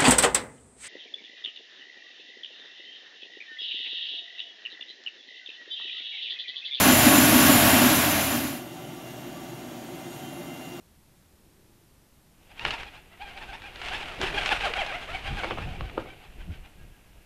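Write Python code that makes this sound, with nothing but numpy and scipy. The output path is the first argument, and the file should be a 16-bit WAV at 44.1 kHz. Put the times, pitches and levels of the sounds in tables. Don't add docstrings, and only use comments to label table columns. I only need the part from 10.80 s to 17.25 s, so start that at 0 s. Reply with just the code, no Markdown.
import sys
import numpy as np
from scipy import signal
from scipy.fft import rfft, irfft, next_fast_len
from scipy.io import wavfile
from scipy.ndimage import uniform_filter1d

SR = 44100
rng = np.random.default_rng(int(sys.argv[2]) if len(sys.argv) > 2 else 0)


def materialize(psi):
    bounded = np.clip(np.atleast_2d(psi).T, -1, 1)
    quanta = np.round(bounded * 32767).astype(np.int16)
    wavfile.write(sys.argv[1], SR, quanta)


N = 284445


def from_db(db):
    return 10 ** (np.asarray(db) / 20)


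def unit_rms(x):
    return x / np.sqrt(np.mean(x ** 2) + 1e-20)


def curve(points):
    times, values = np.transpose(points)
    return np.interp(np.arange(N) / SR, times, values)


def drift(rate_hz):
    pole = np.exp(-2 * np.pi * rate_hz / SR)
    wander = signal.lfilter([1], [1, -2 * pole, pole * pole], rng.standard_normal(N + SR))
    return unit_rms(wander[SR:])


def coloured(x, spectrum):
    hz, db = np.transpose(spectrum)
    size = next_fast_len(N)
    log_hz = np.log(np.fft.rfftfreq(size, 1 / SR) + 1)
    gain = from_db(np.interp(log_hz, np.log(hz), db))
    return unit_rms(irfft(rfft(x, size) * gain, size)[:N])


def noise(spectrum):
    return coloured(rng.standard_normal(N), spectrum)


def resonate(x, modes):
    out = 0
    for hz, width_hz, db in modes:
        radius = np.exp(-np.pi * width_hz / SR)
        forward = np.array([1, 0, -1]) * (1 - radius ** 2) / 2
        feedback = [1, -2 * radius * np.cos(2 * np.pi * hz / SR), radius ** 2]
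        out = out + from_db(db) * signal.lfilter(forward, feedback, x)
    return out


def add(track, start_s, sound):
    at = int(start_s * SR)
    part = sound[:max(N - at, 0)]
    track[at:at + len(part)] += part


def swell(s, half_s, shape=2):
    at = np.arange(max(int((s - 4 * half_s) * SR), 0), min(int((s + 4 * half_s) * SR), N))
    stage = (at / SR - s) / half_s
    return at, stage, np.exp(-np.abs(stage) ** shape)


def swell_power(rows, shape=2):
    power = np.zeros(N)
    for s, half_s, db in rows:
        at, _, height = swell(s, half_s, shape)
        power[at] += (from_db(db) * height) ** 2
    return power


# (frequency [Hz], relative level [dB])
HISS_SPECTRUM = [(180, -2), (300, -7), (325, -6), (451, -10.5), (667, -12.5), (811, -13), (1320, -17),
                 (6530, -22), (12900, -21), (14800, -27.5)]


def background(hiss_db=-61, swell_hz=335, swell_width_hz=90):
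    low_band = unit_rms(resonate(noise(FLURRY_SPECTRUM), [(swell_hz, swell_width_hz, 0)]))
    swell_level = np.sqrt(swell_power([(0.79, 0.33, -65.5)]))
    return from_db(hiss_db) * noise(HISS_SPECTRUM) + swell_level * low_band


def eddies(spectrum, span_s):
    air = noise(spectrum)
    local_power = uniform_filter1d(air ** 2, int(span_s * SR))
    return air / np.sqrt(local_power + 1e-3)


def air_level(gust_dbs, steady_db, stir_db, puff_db, puff_lag_s=.008, puff_stretch=1.57):
    near_db, stir_share = -38.5, 0.33
    stirred = from_db(stir_db + stir_share * (curve(PLUMAGE_RUSTLE) - near_db))
    puffs = swell_power([(s + puff_lag_s, puff_stretch * half_s, swish_db + puff_db)
                         for s, half_s, swish_db, *_ in WING_STROKES])
    gusts = swell_power([(s, half_s, db) for (s, half_s, *_), db in zip(MIC_GUSTS, gust_dbs)], shape=1.1)
    return np.sqrt(from_db(steady_db) ** 2 + (stirred - stirred.min()) ** 2 + puffs + gusts)


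# (frequency [Hz], relative level [dB])
SWAY_SPECTRUM = [(10, -6.5), (28, -2.5), (55, -4), (90, -34), (200, -89)]
BUFFET_SPECTRUM = [(35, -6), (75, 7), (130, 2.5), (220, -5), (330, -19.5), (700, -60)]
FLURRY_SPECTRUM = [(150, -9), (260, -2), (360, -1), (500, -5), (750, -6.5), (1500, -73)]
# (time [s], half length [s], sway [dB], buffet [dB], flurry [dB])
MIC_GUSTS = [(1.872, 0.031, -45, -40, -42), (2.465, 0.048, -49, -58, -68), (2.693, 0.017, -42, -61, -61),
             (3.422, 0.025, -50, -37.5, -34.5), (3.545, 0.083, -43, -44.5, -41.5),
             (4.345, 0.03, -39.5, -41, -60), (4.524, 0.043, -31, -32, -51), (4.725, 0.1, -42, -43.5, -41),
             (4.867, 0.079, -37, -34, -47), (5.016, 0.047, -31, -35, -44.5),
             (5.20, 0.082, -44.5, -47, -43.5), (5.603, 0.079, -39.5, -51, -59),
             (5.702, .026, -46, -33.5, -52), (5.78, 0.058, -40, -50, -61),
             (6.045, 0.062, -43, -49.5, -59.5), (6.362, 0.094, -51, -61, -65)]


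def draught():
    _, _, sway_dbs, buffet_dbs, flurry_dbs = np.transpose(MIC_GUSTS)
    sway = air_level(sway_dbs, steady_db=-67.5, stir_db=-45, puff_db=-12.5)
    buffet = air_level(buffet_dbs, steady_db=-65.5, stir_db=-50, puff_db=-25)
    flurry = air_level(flurry_dbs, steady_db=-93, stir_db=-49.5, puff_db=-21)
    return (sway * eddies(SWAY_SPECTRUM, span_s=0.17)
            + buffet * eddies(BUFFET_SPECTRUM, span_s=0.15)
            + flurry * eddies(FLURRY_SPECTRUM, span_s=0.13))


def garden_walls(x, t60_s=0.42, tail_db=-12, build_s=0.0086):
    t = np.arange(SR // 2) / SR
    envelope = np.exp(-np.log(1000) * t / t60_s) * np.minimum(t / build_s, 1)
    tail = rng.standard_normal(len(t)) * envelope
    tail /= np.sqrt(np.sum(tail ** 2))
    return x + from_db(tail_db) * signal.fftconvolve(x, tail)[:N]


def far_beats(start_s=6.015, period_s=0.13, first_db=-65.5, fade_db_per_s=22, top_hz=1660, arch=0.028):
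    out = np.zeros(N)
    air = noise(SWISH_SPECTRUM)
    wobble = 1 + 0.017 * drift(207)
    for s in np.arange(start_s, N / SR, period_s):
        at, stage, height = swell(s, half_s=0.04)
        hz = top_hz * (1 - arch * stage ** 2) * wobble[at]
        whistle = from_db(2.5) * np.sin(2 * np.pi * np.cumsum(hz) / SR)
        level = from_db(first_db - fade_db_per_s * (s - start_s))
        out[at] += level * height * (air[at] + whistle)
    return out


# (time [s], half length [s], level [dB], pitch [Hz])
CLOSE_THRUMS = [(3.440, .014, -27.5, 385), (3.549, .018, -36.5, 402.5), (3.907, .01, -34.5, 468),
                (5.695, .022, -36, 170)]


def thrums(sag=0.0405):
    out = np.zeros(N)
    for s, half_s, db, hz in CLOSE_THRUMS:
        at, stage, height = swell(s, half_s)
        phase = 2 * np.pi * np.cumsum(hz * (1 - sag * stage)) / SR
        out[at] += from_db(db) * height * np.sin(phase)
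    return out


TOUCH_S = .015


def contact(scrape_db, rise_s, decay_s):
    t = (np.arange(SR // 5) - int(TOUCH_S * SR)) / SR
    touch = 1. * (t == 0)
    envelope = np.exp(-np.abs(t) / np.where(t < 0, rise_s, decay_s))
    return touch, from_db(scrape_db) * rng.standard_normal(len(t)) * envelope


def softened(x, cutoff_hz):
    x = signal.sosfilt(signal.butter(3, cutoff_hz, fs=SR, output="sos"), x)
    return x / np.abs(x).max()


# (frequency [Hz], width [Hz], gain [dB])
PERCH_MODES = [(343, 21, 5), (520, 74, 3), (754, 190, -8.5), (1170, 600, -3.5), (2830, 850, 1)]
# (time [s], level [dB], thud pitch [Hz], scuff t60 [s])
NEAR_KNOCKS = [(4.635, -19, 900, 0.1), (4.6449, -16, 780, 0.062), (4.7095, -14, 905, 0.074),
               (4.72, -22, 900, 0.078), (4.775, -24, 690, 0.054), (4.7853, -19, 686, 0.086),
               (5.009, -18.5, 1010, 0.051), (5.179, -12, 440, 0.038), (5.1904, -30, 395, 0.051),
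               (5.260, -33, 604, 0.053)]


def knocks(gain_db=-1, thud_db=8, thud_damping=.55):
    out = np.zeros(N)
    for s, db, hz, t60_s in NEAR_KNOCKS:
        touch, scuff = contact(scrape_db=-17, rise_s=0.0026, decay_s=t60_s / np.log(1000))
        thud = resonate(touch, [(hz, thud_damping * hz, thud_db)])
        perch = resonate(touch + scuff, PERCH_MODES)
        add(out, s - TOUCH_S, from_db(db + gain_db) * softened(thud + perch, cutoff_hz=2.66 * hz))
    return out


# (frequency [Hz], width [Hz], gain [dB])
WING_TIP_MODES = [(800, 830, -5), (1720, 1100, 4.5), (2600, 580, 4), (4260, 2600, -50)]
# (time [s], peak level [dB], slap decay [s], treble cutoff [Hz])
WING_CLAPS = [(1.7953, -21.5, 0.0019, 4240), (1.851, -11.5, 0.0031, 3430), (1.8621, -18.5, 0.0027, 3200),
              (1.9071, -18, 0.0087, 5030), (2.033, -24.5, 0.0023, 3970), (2.5762, -29, 0.0017, 4500),
              (2.82, -31, 0.0091, 4000), (2.9592, -31.5, 0.0035, 4040), (3.0165, -22, 0.0081, 4470),
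              (3.0498, -28, .003, 5470), (3.06, -25.5, 0.0046, 8000), (3.085, -22, 0.0061, 4500),
              (3.4148, -17, 0.0042, 7150), (3.565, -28, 0.0045, 7000), (3.66, -13, 0.0081, 5870),
              (3.6916, -14, 0.00084, 3950), (3.808, -20.5, .004, 3850), (3.9372, -17.5, 0.0035, 4130),
              (4.0641, -22, 0.0056, 5500), (5.0081, -34, 0.004, 3500), (5.0972, -29.5, 0.0046, 2790),
              (5.179, -28, 0.0036, 3000)]


def claps():
    out = np.zeros(N)
    for s, peak_db, slap_s, cutoff_hz in WING_CLAPS:
        crack, slap = contact(scrape_db=-16, rise_s=0.00061, decay_s=slap_s)
        clap = softened(resonate(crack + slap, WING_TIP_MODES), cutoff_hz)
        add(out, s - TOUCH_S, from_db(peak_db) * clap)
    return out


# (frequency [Hz], relative level [dB])
SWISH_SPECTRUM = [(240, -18), (400, -6), (431, -7), (541, -6), (754, 0.5), (1170, -5), (1580, -2),
                  (1730, -3.5), (2760, 1), (4980, -18), (6050, -22), (9810, -28.5), (13300, -39.5),
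                  (14800, -55)]


def feathers(ticks_per_s=900, spread_db=3.5, ticks_db=-5):
    ticks = (rng.random(N) < ticks_per_s / SR) * rng.choice([-1, 1], N)
    strengths = from_db(spread_db * np.minimum(rng.exponential(1, N), 4))
    air = rng.standard_normal(N)
    return coloured(air + from_db(ticks_db) * unit_rms(ticks * strengths), SWISH_SPECTRUM)


# (time [s], level [dB])
PLUMAGE_RUSTLE = [(1.5, -71), (1.69, -61.5), (1.95, -44), (2.01, -47.5), (2.16, -59), (2.44, -61),
                  (2.59, -45), (2.95, -52.5), (3.19, -38.5), (3.46, -43.5), (3.62, -32.5), (3.77, -35.5),
                  (4.27, -44), (4.66, -40), (4.77, -43), (5.41, -56.5), (6.17, -64), (6.45, -65.5)]


def rustle_level(moving_s=1.63, fade_in_s=.15, gain_db=-2, clumps_db=1.5):
    moving = curve([(moving_s - fade_in_s, 0), (moving_s, 1)])
    return moving * from_db(curve(PLUMAGE_RUSTLE) + gain_db + clumps_db * drift(60))


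# (multiple of the pitch, relative level [dB])
FEATHER_OVERTONES = [(2, 1.5), (3, 3), (4, -2), (5, -11.5), (6, -16)]


def flutter(hz, bright_db, rasps, favour_db=3):
    phase = 2 * np.pi * np.cumsum(hz) / SR
    favours = unit_rms(from_db(favour_db * rng.standard_normal(len(FEATHER_OVERTONES))))
    overtones = sum(from_db(db) * favour * rasp * np.sin(multiple * phase + rng.uniform(0, 2 * np.pi))
                    for (multiple, db), favour, rasp in zip(FEATHER_OVERTONES, favours, rasps))
    return np.sin(phase) + from_db(bright_db) * overtones


# (time of top speed [s], half length [s],
# swish level [dB], whistle level [dB], whistle pitch [Hz], glide [share of the pitch])
WING_STROKES = [ (1.716, 0.012, -51.5, -58, 820, 0), (1.783, .01, -46.5, -64, 800, 0),
                (1.822, 0.024, -44, -46, 950, -0.0033), (1.878, 0.027, -32, -44, 850, 0.045),
                (1.939, 0.015, -34.5, -40, 920, 0.0038), (2.007, 0.024, -38.5, -51, 780, 0.032),
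                (2.072, .025, -47.5, -51, 830, 0), (2.155, 0.029, -47.5, -53.5, 800, 0.13),
                (2.335, 0.025, -55, -63, 680, -0.0077), (2.423, .02, -45.5, -39.5, 825, 0.068),
                (2.490, 0.035, -44.5, -48, 780, -.06), (2.572, .023, -50.5, -45.5, 790, -0.04),
                (2.625, .016, -43.5, -46, 880, -0.11), (2.7, .015, -45, -43, 790, -0.0041),
                (2.742, .017, -40.5, -41.5, 910, 0.093), (2.865, .028, -44, -48.5, 830, -0.035),
                (3.000, .03, -44, -59, 680, 0), (3.067, 0.063, -37, -65, 720, .1),
                (3.142, .035, -33, -41, 860, .14), (3.228, 0.014, -38.5, -42, 840, -0.01),
                (3.303, .034, -45, -46.5, 700, -.09), (3.434, 0.019, -27.5, -59, 780, -0.03),
                (3.474, 0.033, -30, -44, 880, -0.026), (3.554, 0.015, -32.5, -41, 800, -.05),
                (3.585, 0.014, -30, -32, 810, -0.1), (3.616, .015, -33, -54, 800, -0.11),
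                (3.679, .012, -28.5, -48, 800, -0.0084), (3.707, 0.0072, -30, -33.5, 840, 0.15),
                (3.725, .011, -22, -25, 825, -.11), (3.763, 0.019, -32, -60, 700, -0.012),
                (3.818, 0.014, -32.5, -48, 820, .04), (3.858, .022, -27, -27.5, 745.3, -.18),
                (3.97, 0.012, -32, -33.5, 740, -0.15), (4.009, .025, -31.5, -30, 749.5, -.19),
                (4.096, .035, -40, -39.5, 810, -0.11), (4.146, 0.029, -38, -37.5, 680, 0.17),
                (4.223, 0.024, -41, -48, 790, 0.09), (4.304, 0.023, -39.5, -39.5, 680, .13),
                (4.352, .018, -35, -37, 770, 0), (4.475, .027, -35.5, -37.5, 805, 0),
                (4.522, .018, -45, -44, 815, -0.022), (4.591, 0.024, -35, -39.5, 790, -.12),
                (4.643, .016, -35.5, -38, 750, -0.069), (4.696, 0.029, -45, -40, 880, 0),
                (4.825, 0.025, -43, -46.5, 840, .07), (4.89, .022, -54, -43.5, 750, 0),
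                (4.951, 0.02, -54, -47, 810, 0.024), (5.058, .022, -51.5, -46.5, 770, 0),
                (5.201, 0.011, -44, -57, 800, 0), (5.296, 0.044, -52.5, -55, 780, .06),
                (5.445, .03, -52, -57, 820, 0.017), (5.614, .026, -50, -65, 780, -0.016),
                (5.739, 0.033, -50.5, -65, 780, .04), (5.859, .021, -53.5, -64, 800, -.04)]


def swishes(gain_db=0.2):
    strokes = swell_power([(s, half_s, db + gain_db) for s, half_s, db, *_ in WING_STROKES], shape=0.86)
    return np.sqrt(strokes + rustle_level() ** 2) * feathers()


def whistles(arch=.11, waver=.022, flicker_db=1.8, rasp_db=3, overtone_db=-6, swish_share=0.59):
    out = np.zeros(N)
    wobble = 1 + waver * drift(202)
    flicker = from_db(flicker_db * drift(89))
    rasps = np.array([from_db(rasp_db * drift(90)) for _ in FEATHER_OVERTONES])
    for s, half_s, swish_db, whistle_db, pitch_hz, glide in WING_STROKES:
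        at, stage, height = swell(s, 1.1 * half_s, shape=4.1)
        arc = 2 * np.tanh(stage / 2)
        sag = arch * rng.uniform(.5, 1.5) * arc ** 2
        hz = pitch_hz * (1 + glide * arc - sag) * wobble[at]
        bright_db = overtone_db + swish_share * (swish_db - whistle_db)
        out[at] += from_db(whistle_db) * height * flicker[at] * flutter(hz, bright_db, rasps[:, at])
    return out


def scene():
    birds = swishes() + whistles() + thrums() + far_beats() + claps() + knocks()
    return (garden_walls(birds) + draught() + background())[None]


def record(dry):
    return signal.sosfilt(signal.ellip(10, .1, 70, 14800, fs=SR, output="sos"), dry)


dry = scene()
out = record(dry)
materialize(out)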